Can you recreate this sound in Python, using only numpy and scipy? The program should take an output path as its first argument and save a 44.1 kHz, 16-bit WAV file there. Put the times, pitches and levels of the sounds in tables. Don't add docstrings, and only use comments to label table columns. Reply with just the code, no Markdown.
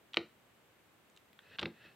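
import sys
import numpy as np
from scipy import signal
from scipy.fft import rfft, irfft
from scipy.io import wavfile

SR = 44100
rng = np.random.default_rng(int(sys.argv[2]) if len(sys.argv) > 2 else 0)


def materialize(psi):
    bounded = np.clip(np.atleast_2d(psi).T, -1, 1)
    quanta = np.round(bounded * 32767).astype(np.int16)
    wavfile.write(sys.argv[1], SR, quanta)


N = 85995

# (time [s], pop level [dB], pop pitch [Hz],
# pop filter width [Hz], smack level [dB], fizz level [dB], fizz pitch [Hz])
AIR_POCKETS = [(0.1341, -9.5, 3160, 1390, -43, -39.5, 6540), (.1430, -4.5, 3000, 2380, -19.5, -36.5, 6960),
               (0.1621, -19.5, 2640, 2000, -25, -38, 7000), (.1703, 11, 2930, 1920, 1, -30.5, 11500),
               (0.1715, 5, 1730, 1340, -9.5, -28, 6500), (1.099, -43, 3600, 2500, -58, -44, 7040),
               (1.1636, -27, 3770, 1500, -48, -39.5, 7500), (1.174, -22, 2900, 1800, -57, -40, 7000),
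               (1.331, -28, 2920, 2530, -50, -41, 12600), (1.3903, -10, 1670, 415, -36, -63, 7060),
               (1.3905, -14.5, 3310, 780, -60, -49, 6950), (1.5861, -4.5, 3050, 1880, -23, -58, 6960),
               (1.5875, -1, 1390, 595, -43, -57, 7100), (1.5926, 1.5, 2920, 1590, -20.5, -36, 6940),
               (1.5941, 0.5, 3450, 2110, -12, -49, 7300), (1.5986, -12, 3520, 1820, -14, -31, 7000),
               (1.6135, -12.5, 3450, 2220, -36, -38, 7800), (1.6185, -14, 3000, 2400, -14, -38, 7400),
               (1.6254, -10, 1680, 1200, -17.5, -48, 7000), (1.6293, -1, 2540, 2640, -11, -57, 7500),
               (1.6325, -10, 3440, 2170, -7, -57, 7000), (1.6560, 3, 2130, 870, -27, -54, 7000),
               (1.6577, -5, 3930, 1230, -47, -61, 7000)]
SMACK_HZ, SMACK_WIDTH_HZ, FIZZ_WIDTH_HZ = 1020, 1530, 2900
SCATTER_DB, SCATTER_DECAY_S, SCATTER_LAG_S = 0.5, 0.0024, 0.00042

# (time [s], level [dB], most strongly driven pitch [Hz], spread of drive [octaves])
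TUB_KNOCKS = [(0.1697, -26.5, 407, 0.76), (.178, -41, 101, 0.27), (1.59, -39.5, 118, 1.05),
              (1.6185, -39.5, 420, 0.8), (1.6288, -27.5, 167, 1.1), (1.6565, -35, 480, 0.88),
              (1.664, -31.5, 243, 0.58), (1.845, -57, 436, 1), (1.861, -50, 156, 0.6)]
# (frequency [Hz], relative level [dB], t60 [s])
TUB_MODES = [(88.6, -23, 0.34), (123.8, -13, 0.15), (175, -7, .11), (221.3, -6.5, 0.11),
             (307, -11.5, 0.041), (337.9, -1.5, 0.083), (473.4, 1, 0.039), (557, -6.5, 0.076),
             (621, -30.5, 0.045)]
THUD_DB, THUD_DECAY_S, KNOCK_RISE_S = -13.5, 0.014, 0.002

# (start [s], strongest [s], end [s], hiss level [dB], rumble level [dB])
SKIN_RUBS = [(1.401, 1.561, 1.568, -56, -66), (1.712, 1.855, 1.962, -58, -69)]
# (frequency [Hz], width [Hz], relative level [dB])
PLASTIC_RESONANCES = [(520, 370, -4), (1750, 390, 3), (2576, 184, 4), (3680, 140, -10.5)]
RUB_RANGE_DB, RUMBLE_RANGE_DB, RUB_GRAIN_DB = 17.5, 26, 3.5
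RUMBLE_HZ = 101

# (frequency [Hz], gain [dB])
CLOSE_DULLING = [(30, -10), (100, 1), (3000, -4.5), (4250, -3.5), (4800, -10), (5500, -10.5), (6300, -23),
                 (9000, -26.5), (16000, -25)]
BASS_CUT_HZ = 75

# (frequency [Hz], relative gain [dB])
ROOM_TAIL_COLOUR = [(60, -19), (130, -3), (230, 3), (400, 3), (550, -2.5), (850, -4), (1200, -3.5),
                    (1600, 0.5), (2500, -7.5), (4000, -5), (6000, -2), (16000, -18)]
ROOM_DB, ROOM_T60_S, ROOM_LAG_S = -10.5, 0.25, 0.00518
ROOM_WIDTH = 0.04

# (frequency [Hz], relative density [dB per Hz])
AIR_SPECTRUM = [(20, -40), (50, -7), (75, -3.5), (110, 1), (165, -0.5), (250, -1), (370, -0.5), (700, -5.5),
                (2000, -11), (3800, -19.5), (5000, -46.5), (16000, -37)]
# (frequency [Hz], relative density [dB per Hz])
HISS_SPECTRUM = [(40, -9), (200, 12), (3000, 5.5), (5500, -5), (8500, -2), (10000, -9.5), (11500, -2),
                 (16000, -6.5)]
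AIR_DB, HISS_DB = -70.5, -69

TOP_HZ = 15800


def amp(db):
    return 10 ** (np.asarray(db) / 20)


def unit(x):
    return x / np.sqrt(np.mean(x ** 2))


def band(x, hz, width_hz):
    b, a = signal.iirpeak(hz, hz / min(width_hz, SR / 4), fs=SR)
    return signal.lfilter(b, a, x)


def double_band(x, hz, width_hz):
    return band(band(x, hz, width_hz), hz, width_hz)


def colour(x, points):
    hz, db = np.array(points).T
    size = 4096
    grid = np.maximum(np.arange(size // 2 + 1) * SR / size, 1)
    gain = amp(np.interp(np.log(grid), np.log(hz), db))
    cepstrum = irfft(np.log(gain))
    cepstrum[1:size // 2] *= 2
    cepstrum[size // 2 + 1:] = 0
    impulse = irfft(np.exp(rfft(cepstrum)))
    return signal.fftconvolve(x, impulse)[:len(x)]


def add(track, start_s, sound):
    i = int(start_s * SR)
    track[i:i + len(sound)] += sound[:max(N - i, 0)]


def reflections(t, lag_s, decay_s):
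    echoes = rng.standard_normal(len(t)) * np.exp(-t / decay_s) * (t > lag_s)
    return echoes / np.sqrt(np.sum(echoes ** 2))


def pops():
    out, t = np.zeros(N), np.arange(SR // 20) / SR
    snap = signal.unit_impulse(len(t))
    smack = double_band(snap, SMACK_HZ, SMACK_WIDTH_HZ)
    for start, pop_db, hz, width_hz, smack_db, fizz_db, fizz_hz in AIR_POCKETS:
        fizz = double_band(snap, fizz_hz, FIZZ_WIDTH_HZ)
        ring = double_band(snap, hz, width_hz)
        dulled = colour(amp(pop_db) * ring - amp(smack_db) * smack, CLOSE_DULLING)
        pop = dulled + amp(fizz_db) * fizz
        walls = snap + amp(SCATTER_DB) * reflections(t, SCATTER_LAG_S, SCATTER_DECAY_S)
        add(out, start, signal.fftconvolve(pop, walls))
    return out


def knocks():
    out, t = np.zeros(N), np.arange(SR // 2) / SR
    for start, db, centre_hz, octaves in TUB_KNOCKS:
        body = np.zeros(len(t))
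        for hz, mode_db, t60 in TUB_MODES:
            drive = np.exp(-0.5 * (np.log2(hz / centre_hz) / octaves) ** 2)
            decay = amp(mode_db - 60 * t / t60)
            body += drive * decay * np.sin(2 * np.pi * hz * t)
        noise = rng.standard_normal(len(t))
        thud = unit(double_band(noise, centre_hz, 2 * centre_hz * octaves))
        thud = amp(THUD_DB) * thud * np.exp(-t / THUD_DECAY_S)
        swell = 1 - np.exp(-t / KNOCK_RISE_S)
        add(out, start, amp(db) * swell * (body + thud))
    return out


def rubs():
    t = np.arange(N) / SR
    hiss_gain, rumble_gain = np.zeros(N), np.zeros(N)
    for start, top, end, hiss_db, rumble_db in SKIN_RUBS:
        slack = np.interp(t, [start, top, end], [1, 0, 1])
        touching = (t > start) & (t < end)
        hiss_gain += touching * amp(hiss_db - RUB_RANGE_DB * slack)
        rumble_gain += touching * amp(rumble_db - RUMBLE_RANGE_DB * slack)
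    noise = rng.standard_normal(N)
    grain_strength = np.minimum(rng.exponential(size=N), 2)
    grains = noise * amp(RUB_GRAIN_DB * grain_strength)
    ringing = sum(amp(db) * band(grains, hz, width) for hz, width, db in PLASTIC_RESONANCES)
    plastic = colour(ringing, CLOSE_DULLING)
    rumble = double_band(rng.standard_normal(N), RUMBLE_HZ, RUMBLE_HZ)
    return hiss_gain * unit(plastic) + rumble_gain * unit(rumble)


def room(x):
    t = np.arange(SR // 2) / SR
    wet = colour(x, ROOM_TAIL_COLOUR)
    decay_s = ROOM_T60_S / np.log(1000)
    mid = signal.fftconvolve(wet, reflections(t, ROOM_LAG_S, decay_s))[:N]
    side = signal.fftconvolve(wet, reflections(t, ROOM_LAG_S, decay_s))[:N]
    left_right = np.array([[1], [-1]])
    return amp(ROOM_DB) * (mid + ROOM_WIDTH * side * left_right)


def background():
    air = unit(colour(rng.standard_normal(N), AIR_SPECTRUM))
    hiss = np.array([unit(colour(rng.standard_normal(N), HISS_SPECTRUM)) for _ in range(2)])
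    return amp(AIR_DB) * air + amp(HISS_DB) * hiss


def scene():
    bass_cut = signal.butter(4, BASS_CUT_HZ, "high", fs=SR, output="sos")
    near = signal.sosfilt(bass_cut, pops() + knocks() + rubs())
    return near + room(near) + background()


def record(dry):
    top_cut = signal.ellip(10, 0.2, 70, TOP_HZ, fs=SR, output="sos")
    return signal.sosfilt(top_cut, dry)


dry = scene()
out = record(dry)
materialize(out)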